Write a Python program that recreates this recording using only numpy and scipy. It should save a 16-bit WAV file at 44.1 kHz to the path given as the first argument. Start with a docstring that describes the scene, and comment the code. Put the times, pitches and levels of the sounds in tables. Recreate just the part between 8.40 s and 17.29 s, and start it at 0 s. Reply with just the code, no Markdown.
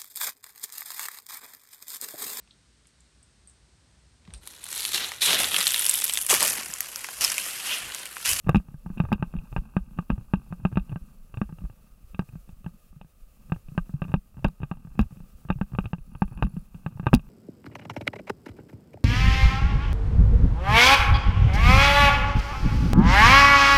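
"""A small camera in a plastic case rides on the mount of a mountain bike over a rough trail, for 9 s.
It opens in a volley of knocks: shell and lid ring briefly, the mount wobbles low, the rig lurches.
From about 1 s the knocks come further apart; after 5.5 s they crowd in again up to the hard end.
Filtered random impacts give the tyre shudder throughout, shaped noise the microphone hiss. Faint
freewheel ticks, rung by a train of clicks, are strongest around 8 s."""
import sys
import numpy as np
from scipy import signal
from scipy.fft import rfft, irfft
from scipy.io import wavfile

SR = 44100
rng = np.random.default_rng(int(sys.argv[2]) if len(sys.argv) > 2 else 0)


def store_wav(level_fs):
    """Save 16-bit WAV to argv[1]."""
    pcm = np.round(np.clip(np.atleast_2d(level_fs), -1, 1) * 32767)
    wavfile.write(sys.argv[1], SR, pcm.T.astype(np.int16))


N = 392049

# case hits clamp: start_s, shell_db, lid_db, wobble_db (strengths of the blow on each part), wobble_hz
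CLAMP_KNOCKS = [(0.0653, -47, -64, -21, 108), (0.0702, -40, -52, -15, 164), (0.0856, -32, -46, -17.5, 123),
                (.0923, -16, -27.5, -6.5, 147), (0.1287, -48, -63, -26, 100), (.1464, -19, -28, -7.5, 166),
                (0.1575, -27, -25.5, -7, 207), (0.1663, -44, -35, -12.5, 183),
                (0.3424, -56, -69, -27.5, 149), (0.4618, -42.5, -68.5, -23, 172),
                (0.5016, -47, -66, -23.5, 185), (.5733, -44, -53, -25.5, 209), (0.5792, -47, -40, -48, 150),
                (0.6014, -23.5, -31.5, -9, 170), (0.6388, -43, -63, -19.5, 127), (.652, -37, -53, -48, 150),
                (0.7188, -22.5, -60, -15.5, 220), (0.7272, -24, -23, -12, 197),
                (0.7948, -65, -72, -21, 140), (0.8256, -25, -34.5, -14.5, 174),
                (0.9391, -42.5, -63, -26, 168), (0.9517, -52, -62, -18.5, 185.5),
                (0.9649, -46, -45.5, -36, 148), (.9867, -55, -44, -31.5, 164), (1.1261, -57, -47, -48, 122),
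                (1.1635, -24, -32, -18.5, 154), (1.18, -40, -55, -21.5, 160),
                (1.3665, -22.5, -32, -10.5, 188), (1.588, -28, -38.5, -16, 172.5),
                (1.7019, -22.5, -31.5, -17, 229), (1.7164, -46, -56, -24, 193),
                (1.728, -58, -56, -21.5, 194), (1.7794, -46.5, -65, -21.5, 117),
                (1.9365, -21.5, -30.5, -9, 188), (2.105, -72, -74, -27, 140),
                (2.1252, -34.5, -47.5, -21.5, 176), (2.2328, -64, -75, -24.5, 99),
                (2.2512, -21, -31.5, -9, 183.5), (2.3262, -45, -53, -20.5, 131),
                (2.3566, -42, -42, -19.5, 117), (2.3721, -21.5, -30, -9, 186), (2.5147, -62, -66, -19, 132),
                (2.5188, -49, -54, -17.5, 110), (2.5259, -43.5, -54, -21, 115),
                (2.5591, -35.5, -49.5, -21.5, 170), (2.9415, -43, -48, -37, 114),
                (2.972, -40, -46.5, -20.5, 117), (3.0154, -25, -36.5, -14.5, 205),
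                (3.0983, -58, -70, -30, 141), (3.125, -53, -72, -26, 162), (3.218, -61, -69, -27, 169),
                (3.2388, -56, -63.5, -26, 162), (3.251, -50, -66, -57, 130),
                (3.746, -46.5, -41, -33.5, 184), (3.7929, -26, -36, -15, 185), (3.934, -59, -68, -31, 133),
                (3.955, -50, -60, -27, 164), (4.0914, -53, -52, -35, 174), (4.244, -51, -52, -34.5, 128),
                (4.2627, -40, -50.5, -21.5, 172), (4.562, -71.5, -82, -32, 150),
                (4.6133, -49, -44, -38, 187), (5.098, -51, -59.5, -34, 147), (5.1206, -26, -35.5, -13, 167),
                (5.319, -60, -72, -29.5, 147), (5.378, -23, -33, -12.5, 173.4),
                (5.539, -54.5, -61, -12, 143.6), (5.619, -28, -37, -16.5, 165),
                (5.6405, -48, -46, -37, 176), (5.6954, -52.5, -61, -20, 137), (5.7179, -44, -49, -28, 116),
                (5.74, -20, -28.5, -8.5, 167), (5.756, -66, -71, -17, 194.5),
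                (5.9693, -56, -65.5, -31.5, 159), (5.9914, -56, -62, -30, 140),
                (6.0444, -31.5, -24, -14.5, 170), (6.0474, -18, -32, -7, 172), (6.063, -47, -57, -18, 193),
                (6.085, -44.5, -62, -28, 169), (6.203, -51, -67.5, -26, 138), (6.219, -49, -54, -26, 109),
                (6.2323, -33.5, -39.5, -17.5, 141), (6.3134, -30, -41, -19.5, 177),
                (6.472, -55.5, -64, -32.5, 138), (6.576, -62, -63, -27, 181), (6.5924, -20, -26, -9, 213),
                (6.601, -42, -42, -14, 199), (6.617, -45, -45, -32, 180), (6.629, -57, -62, -24, 102),
                (6.7232, -58, -70, -31.5, 139), (6.77, -59, -64, -34.5, 179),
                (6.8035, -56, -62, -32.5, 167), (7.0513, -51, -72, -30.5, 144), (7.0883, -52, -58, -24, 96),
                (7.1025, -20, -28, -12.5, 183), (7.156, -64, -78, -18.5, 138),
                (7.2128, -27, -39, -13.5, 192), (7.335, -48.5, -63, -20.5, 146),
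                (7.35, -38.5, -45, -21.5, 117), (7.3867, -22, -30, -14.5, 186),
                (7.4415, -48, -51, -28, 155), (7.4563, -39, -35.5, -19.5, 112),
                (7.5324, -29.5, -40.5, -16.5, 173), (7.583, -58, -57, -33, 142),
                (7.7507, -48, -48, -29, 140), (7.82, -21.5, -32.5, -9.5, 192), (7.879, -54, -59, -37, 180),
                (7.913, -61, -73, -28, 135), (7.9746, -46.5, -47.5, -31, 168),
                (8.025, -19, -27.5, -13, 138), (8.045, -58, -71, -12, 195), (8.1372, -67, -70.5, -23, 154),
                (8.171, -57, -68, -22, 155), (8.3451, -55, -49.5, -33, 181),
                (8.4627, -29.5, -37, -17.5, 163), (8.5537, -67, -74, -23.5, 127),
                (8.5972, -36, -48, -20.5, 171), (8.63, -50, -60.5, -26.5, 151), (8.66, -45, -52, -35, 150),
                (8.6676, -16, -22, -11, 126), (8.7163, -58, -66, -23, 104), (8.7316, -13.5, -29, -5, 138),
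                (8.739, -19.5, -21, -2.5, 235.7), (8.761, -51, -48, -18, 185),
                (8.794, -49.5, -46, -32, 141)]
# modes of the case shell: pitch_hz, relative_db, t60_s
SHELL_MODES = [(312, 2.5, 0.011), (583, -0.5, 0.01), (855, 2, 0.015), (1181, 1, 0.017), (1565, -6, 0.027),
               (1950, -47, 0.0053)]
# modes of the case lid: pitch_hz, relative_db, t60_s
LID_MODES = [(2520, 1, .017), (2740, 1, .019), (3260, -17, .016), (3680, -17, .02)]

HARD_DB = -32   # a shell level above this is a hard blow: it ticks and bounces


def from_db(db):
    """Decibels to amplitude."""
    return 10 ** (np.asarray(db) / 20)


def rms_one(x):
    """Scale a signal to rms 1."""
    return x / np.sqrt(np.mean(x ** 2) + 1e-20)


def filtered(x, order, hz, kind):
    """Butterworth filter: "low", "high" or "band"."""
    return signal.sosfilt(signal.butter(order, hz, kind, fs=SR, output="sos"), x)


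def drift(rate_hz):
    """Slow chance: noise through a double one-pole low-pass, spread 1."""
    r = np.exp(-2 * np.pi * rate_hz / SR)
    noise = rng.standard_normal(N + SR)
    settled = signal.lfilter([1], [1, -2 * r, r * r], noise)[SR:]
    return rms_one(settled)


def ring(force, hz, t60_s):
    """A resonator: a unit click sets a decaying sine of height 1 ringing."""
    r = from_db(-60 / (t60_s * SR))
    w = 2 * np.pi * hz / SR
    return signal.lfilter([0, np.sin(w)], [1, -2 * r * np.cos(w), r * r], force + 1e-18)


def body(force, modes):
    """All modes of one part driven by the same force; neighbours move in opposite phase."""
    return sum((-1) ** k * from_db(level_db) * ring(force, hz, t60_s)
               for k, (hz, level_db, t60_s) in enumerate(modes))


def clicks(times_s, size):
    """A train with one impulse at each time."""
    out = np.zeros(N)
    at = np.clip((np.asarray(times_s) * SR).astype(int), 0, N - 1)
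    np.add.at(out, at, size)
    return out


def click_fade(times_s, level_db, t60_s):
    """Exponential envelopes that start at each time and add where they overlap."""
    fade = from_db(-60 / (t60_s * SR))
    return signal.lfilter([1], [1, -fade], clicks(times_s, from_db(level_db)))


def grains(per_s, spread_db):
    """Random tiny impacts of uneven size and sign; rms 1."""
    size = from_db(spread_db * np.minimum(rng.exponential(1, N), 5))
    sign = rng.choice([-1, 1], N)
    lands = rng.random(N) < per_s / SR
    return rms_one(size * sign * lands)


def knocks():
    """Shell and lid ring at fixed modes; the mount's wobble pitch depends on how the clamp is loaded."""
    start_s, shell_db, lid_db, wobble_db, wobble_hz = all_blows()
    shell = struck(start_s, shell_db, SHELL_MODES, chatter_db=-27.5, mode_factor=0.92)
    shell = filtered(shell, 4, 1970, "low")   # plastic contact is soft
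    # the opposed pair beats: it swells after the blow
    lid = struck(start_s, lid_db, LID_MODES, chatter_db=-30.5, mode_factor=-1.043)
    lid = filtered(lid, 2, [2250, 4300], "band")
    mount = mount_wobble(start_s, shell_db, wobble_db, wobble_hz)
    return shell + lid + filtered(mount, 2, 1700, "low")


def all_blows():
    """The listed knocks, a bounce with hardly any push after each hard one, a light nudge near every knock."""
    BOUNCE_S, BOUNCE_SHELL_DB, BOUNCE_LID_DB, BOUNCE_WOBBLE_DB = 0.019, -33.5, -21, -60   # against the blow
    NUDGE_MAX_DB, NUDGE_SPREAD_DB = -35.5, 5.5   # ceiling of the middle wobble level, and spread around it
    NUDGE_SHELL_DB, NUDGE_LID_DB = -20, -32.5   # against the nudge's wobble
    NUDGE_HZ, NUDGE_WITHIN_S = 153.6, .03   # middle wobble pitch; spread around the knock's time

    rows = np.array(CLAMP_KNOCKS)
    hard = rows[rows[:, 1] > HARD_DB]
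    uneven = rng.normal(0, 1, (len(hard), 3)) * [.003, 3, 3]   # spread: s, shell dB, lid dB
    bounces = hard.copy()
    bounces[:, :3] += uneven + [BOUNCE_S, BOUNCE_SHELL_DB, BOUNCE_LID_DB]
    bounces[:, 3] += BOUNCE_WOBBLE_DB

    chance = rng.normal(0, 1, (len(rows), 5))
    start_s = np.abs(rows[:, 0] + NUDGE_WITHIN_S * chance[:, 4])
    push_db = np.minimum(NUDGE_MAX_DB, rows[:, 3] - 8) + NUDGE_SPREAD_DB * chance[:, 0]
    shell_db = push_db + NUDGE_SHELL_DB + 4 * chance[:, 1]
    lid_db = push_db + NUDGE_LID_DB + 6 * chance[:, 2]
    wobble_hz = NUDGE_HZ * (1 + .18 * chance[:, 3])
    nudges = np.c_[start_s, shell_db, lid_db, push_db, wobble_hz]
    return np.vstack([rows, bounces, nudges]).T


def struck(times_s, blow_db, modes, chatter_db, mode_factor):
    """Each blow meets every mode with a strength of its own, then the loose fit chatters on for a moment."""
    VARY_DB, CHATTER_T60_S = 1.5, 0.045   # spread of mode strengths between hard blows; chatter decay

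    # light blows land anywhere: more varied colour
    glancing = np.clip((-25 - blow_db) / 10, 1, 3.5)[:, None]
    vary_db = glancing * rng.normal(0, VARY_DB, (len(times_s), len(modes)))
    out = np.zeros(N)
    for k, (hz, level_db, t60_s) in enumerate(modes):
        force = clicks(times_s, from_db(blow_db + level_db + vary_db[:, k]))
        out += mode_factor ** k * ring(force, hz, t60_s)

    loose = from_db(chatter_db) * click_fade(times_s, blow_db, CHATTER_T60_S)
    for mode in modes:   # every mode picks up its own small contacts
        out += body(loose * grains(600, 3.1), [mode])
    return out


def mount_wobble(start_s, shell_db, wobble_db, wobble_hz):
    """Each push sets off a decaying low sine, less one smooth recoil pulse."""
    WOBBLE_T60_S, WOBBLE_RISE_S = 0.069, 0.00072   # decay; shortest rise
    RECOIL_DB, RECOIL_S = -9.5, 0.0019   # peak against the wobble, before the rise; time of that peak

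    mount, t = np.zeros(N), np.arange(SR // 8) / SR
    # a push without a crack starts slowly
    rise_s = WOBBLE_RISE_S * from_db(np.clip(wobble_db - shell_db - 25.0, 0, 16))
    # the case is thrown back once
    recoil = from_db(RECOIL_DB) * t / RECOIL_S * np.exp(1 - t / RECOIL_S)
    for at, level_db, hz, slow_s in zip((start_s * SR).astype(int), wobble_db, wobble_hz, rise_s):
        swing = from_db(-60 * t / WOBBLE_T60_S) * np.sin(2 * np.pi * hz * t + 0.48)
        wobble = (1 - np.exp(-t / slow_s)) * (swing - recoil)
        mount[at:at + len(t)] += from_db(level_db) * wobble[:N - at]
    return mount


def snaps():
    """Millisecond scrapes of bright noise that also ring the hard edge."""
    # the hardest edge-on contacts, a bright tick: start_s, level_db (of the noise, before the high-pass)
    edge_contacts = [(.0933, -32.5), (0.1565, -40), (0.168, -46), (0.7285, -42), (0.736, -49),
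                     (3.7926, -51), (5.378, -55), (6.045, -42.5), (6.0833, -49.5), (6.5914, -40),
                     (6.602, -53), (6.613, -43.5), (8.0346, -50), (8.0495, -54), (8.7302, -51),
                     (8.7402, -25.5), (8.7481, -22), (8.7563, -52), (8.7617, -46)]
    # modes of the hard edge: pitch_hz, relative_db, t60_s
    edge_modes = [(3820, 4.5, 0.015), (4860, 4.5, 0.0087), (7020, -16, 0.032), (9060, -24, 0.012)]
    TICK_DELAY_S, TICK_DB = 0.0017, -31   # tick after each hard knock, level against its shell level

    ticks = [(start_s + TICK_DELAY_S, shell_db + TICK_DB)
             for start_s, shell_db, *_ in CLAMP_KNOCKS if shell_db > HARD_DB]
    start_s, level_db = np.vstack([edge_contacts, ticks]).T
    burst = click_fade(start_s, level_db, 0.0069) * rng.standard_normal(N)
    edge = from_db(-17.5) * body(burst, edge_modes)
    return filtered(burst + edge, 2, 3400, "high")


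def jolts():
    """The rig lurches: one soft swing out and back, a low cosine under a bell curve centred on the bump."""
    # lurches on bumps: centre_s, level_db, swing_hz, length_s (from the centre until 53 dB down)
    lurches = [(0.058, -38, 27, 0.028), (0.179, -20.5, 49, 0.047), (.386, -40, 15, 0.021),
               (0.472, -36, 30, 0.025), (0.537, -31, 23, .053), (0.663, -35, 75, 0.056),
               (0.752, -25, 46, .014), (0.879, -32, 33, .021), (0.981, -21.5, 32, 0.025),
               (1.123, -34, 42, 0.012), (1.191, -18.5, 32, 0.033), (1.415, -27.5, 44, 0.042),
               (1.525, -42, 39, 0.021), (1.733, -17, 43, 0.031), (1.976, -26.5, 43, 0.028),
               (2.203, -37, 28, 0.012), (2.411, -25, 40, 0.044), (2.625, -28.5, 28, 0.018),
               (2.826, -34.5, 24, 0.056), (2.943, -34, 47, 0.01), (3.06, -34, 50, .041),
               (3.253, -24.5, 44, .042), (3.528, -38, 21, 0.034), (3.646, -38, 38, 0.011),
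               (3.714, -37, 35, .031), (3.749, -33, 72, .016), (3.991, -40, 39, .032),
               (4.132, -32.5, 30, 0.0075), (4.194, -39, 26, .021), (4.514, -39, 37, 0.022),
               (4.615, -41, 27, 0.019), (4.833, -34, 16, 0.024), (5.155, -36, 23, 0.018),
               (5.27, -35.5, 14, 0.049), (5.415, -27.5, 30, 0.046), (5.778, -24.5, 33, 0.027),
               (5.985, -35, 84, 0.025), (6.031, -31.5, 120, .016), (6.071, -17, 34, 0.031),
               (6.355, -36, 26, .024), (6.518, -32.5, 30, 0.03), (6.617, -14, 54, 0.035),
               (6.665, -30, 46, 0.014), (6.83, -35.5, 27, 0.04), (6.955, -34.5, 24, 0.012),
               (7.125, -24, 35, .025), (7.183, -30, 18, 0.012), (7.239, -27, 29, .022),
               (7.354, -31, 56, 0.037), (7.417, -25.5, 35, 0.033), (7.616, -29, 21, 0.019),
               (7.855, -22, 33, 0.021), (7.95, -39, 24, 0.013), (7.97, -27.5, 52, 0.014),
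               (8.047, -15.5, 48, 0.042), (8.2, -33, 26, 0.021), (8.35, -38, 77, 0.02),
               (8.76, -16.5, 53, 0.044)]

    pad = SR // 2   # room for swings that overlap the ends
    out, t = np.zeros(N + SR), np.arange(-SR // 8, SR // 8) / SR
    for centre_s, level_db, hz, length_s in lurches:
        at = int(centre_s * SR) + pad - SR // 8
        bell = np.exp(-(2.47 * t / length_s) ** 2)
        out[at:at + len(t)] += from_db(level_db) * bell * np.cos(2 * np.pi * hz * t)
    return out[pad:pad + N]


def shudder():
    """Lumpy sway, uneven small impacts into the mount and, in the same fits, finer ones into the case."""
    # tyre shudder through the frame, as the tremble of the mount: time_s, level_db (rms, before the fits)
    tremble_curve = [(0, -61.5), (.37, -61), (.74, -43.5), (.95, -51.5), (2.4, -53.5), (2.6, -59.5),
                     (4.3, -65), (4.9, -67), (5.588, -51), (5.8, -66), (6.46, -57.5), (7.05, -66.5),
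                     (7.301, -60), (7.621, -59.5), (8, -45.5), (8.17, -59), (8.89, -53.5)]
    # modes of the mount: pitch_hz, relative_db, t60_s
    mount_modes = [(118, -6, 0.087), (203, 10, 0.027), (232, -8.5, 0.026)]
    SWAY_DB, BUZZ_DB = -50, -72.5   # at mean shudder, before the random drift
    SWAY_FOLLOWS, BUZZ_FOLLOWS = 0.45, 0.99   # share of the shudder's dB swing

    tremble_db = np.interp(np.arange(N) / SR, *np.transpose(tremble_curve))
    swing_db = tremble_db - tremble_db.mean()
    fits = np.clip(drift(6.6), -2, 1)

    sway = filtered(rng.standard_normal(N), 2, [14, 42], "band")
    sway_db = SWAY_DB + SWAY_FOLLOWS * swing_db + 1.1 * drift(6.6)

    tremble = filtered(body(grains(200, 3.6), mount_modes), 4, 260, "low")   # rubber contact: dull
    tremble_db = tremble_db + 5 * fits

    rattle = grains(430, 3.2)
    case = body(rattle, SHELL_MODES) + from_db(-6) * body(rattle, LID_MODES)
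    buzz = filtered(case, 2, 3400, "low")
    buzz_db = BUZZ_DB + BUZZ_FOLLOWS * swing_db + 2.65 * fits + 0.83 * drift(25)

    return (from_db(sway_db) * rms_one(sway) + from_db(tremble_db) * rms_one(tremble)
            + from_db(buzz_db) * rms_one(buzz))


def freewheel():
    """Nearly evenly spaced pawl ticks; a second, short pass of each mode softens the attack."""
    # freewheel pawls ticking: time_s, drive_db (click strength, before its random spread)
    ratchet_curve = [(0, -90), (2.8, -87.5), (4.3, -104), (7.4, -102), (7.75, -81), (8.2, -81.5),
                     (8.4, -102)]
    TICKS_PER_S, PAWL_T60_S, SOFTEN_T60_S = 41.8, .028, 0.0038

    times_s = np.arange(.008, N / SR, 1 / TICKS_PER_S)
    drive_db = np.interp(times_s, *np.transpose(ratchet_curve)) + rng.normal(0, 1.8, len(times_s))
    ticks = clicks(times_s + rng.normal(0, .001, len(times_s)), from_db(drive_db))
    out = np.zeros(N)
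    for hz, mode_db in [(10148, 0), (4480, -11)]:   # only two thin rings get through
        out += from_db(mode_db) * ring(ring(ticks, hz, PAWL_T60_S), hz, SOFTEN_T60_S)
    return out


def hiss():
    """Microphone noise coloured in the spectrum, with one thin wavering electronic tone."""
    # colour of the microphone noise: pitch_hz, relative_db (per Hz)
    noise_colour = [(180, -37), (300, -9), (405, -6.5), (530, -0.5), (1000, -18), (1240, -1.5),
                    (1420, -13.5), (2200, -17), (2600, -10), (3170, -17), (6000, -16.5), (13500, -13.5),
                    (15800, -14.5)]
    HISS_DB = -67   # rms before the swell
    WHINE_HZ, WHINE_DB = 14645, -82.5   # middle pitch; peak before the waver

    hz, level_db = np.transpose(noise_colour)
    bins_hz = np.arange(N // 2 + 1) * SR / N + 1   # 1 Hz up, to keep the log finite
    colour = from_db(np.interp(np.log(bins_hz), np.log(hz), level_db))
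    noise = irfft(rfft(rng.standard_normal(N)) * colour, N)
    waver = from_db(WHINE_DB + 4.0 * drift(4))
    whine = waver * np.sin(2 * np.pi * WHINE_HZ * np.arange(N) / SR + drift(4))
    swell = from_db(1.1 * drift(5) + 1.2 * drift(14))   # the hiss comes and goes a little
    return from_db(HISS_DB) * swell * rms_one(noise) + whine


def scene():
    """All parts reach the one microphone through the case."""
    return (knocks() + snaps() + jolts() + shudder() + freewheel() + hiss())[None, :]


def record(dry):
    """The input blocks the slowest swings, the hardest blows overload, the top is cut."""
    CLIP_TOP, CUTOFF_HZ = .7, 16050   # full scale is 1; 60 dB down from the cutoff up
    coupled = filtered(dry, 1, 14, "high")
    overloaded = np.clip(coupled, -CLIP_TOP, CLIP_TOP)
    return signal.sosfilt(signal.cheby2(24, 60, CUTOFF_HZ, fs=SR, output="sos"), overloaded)


dry = scene()
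out = record(dry)
store_wav(out)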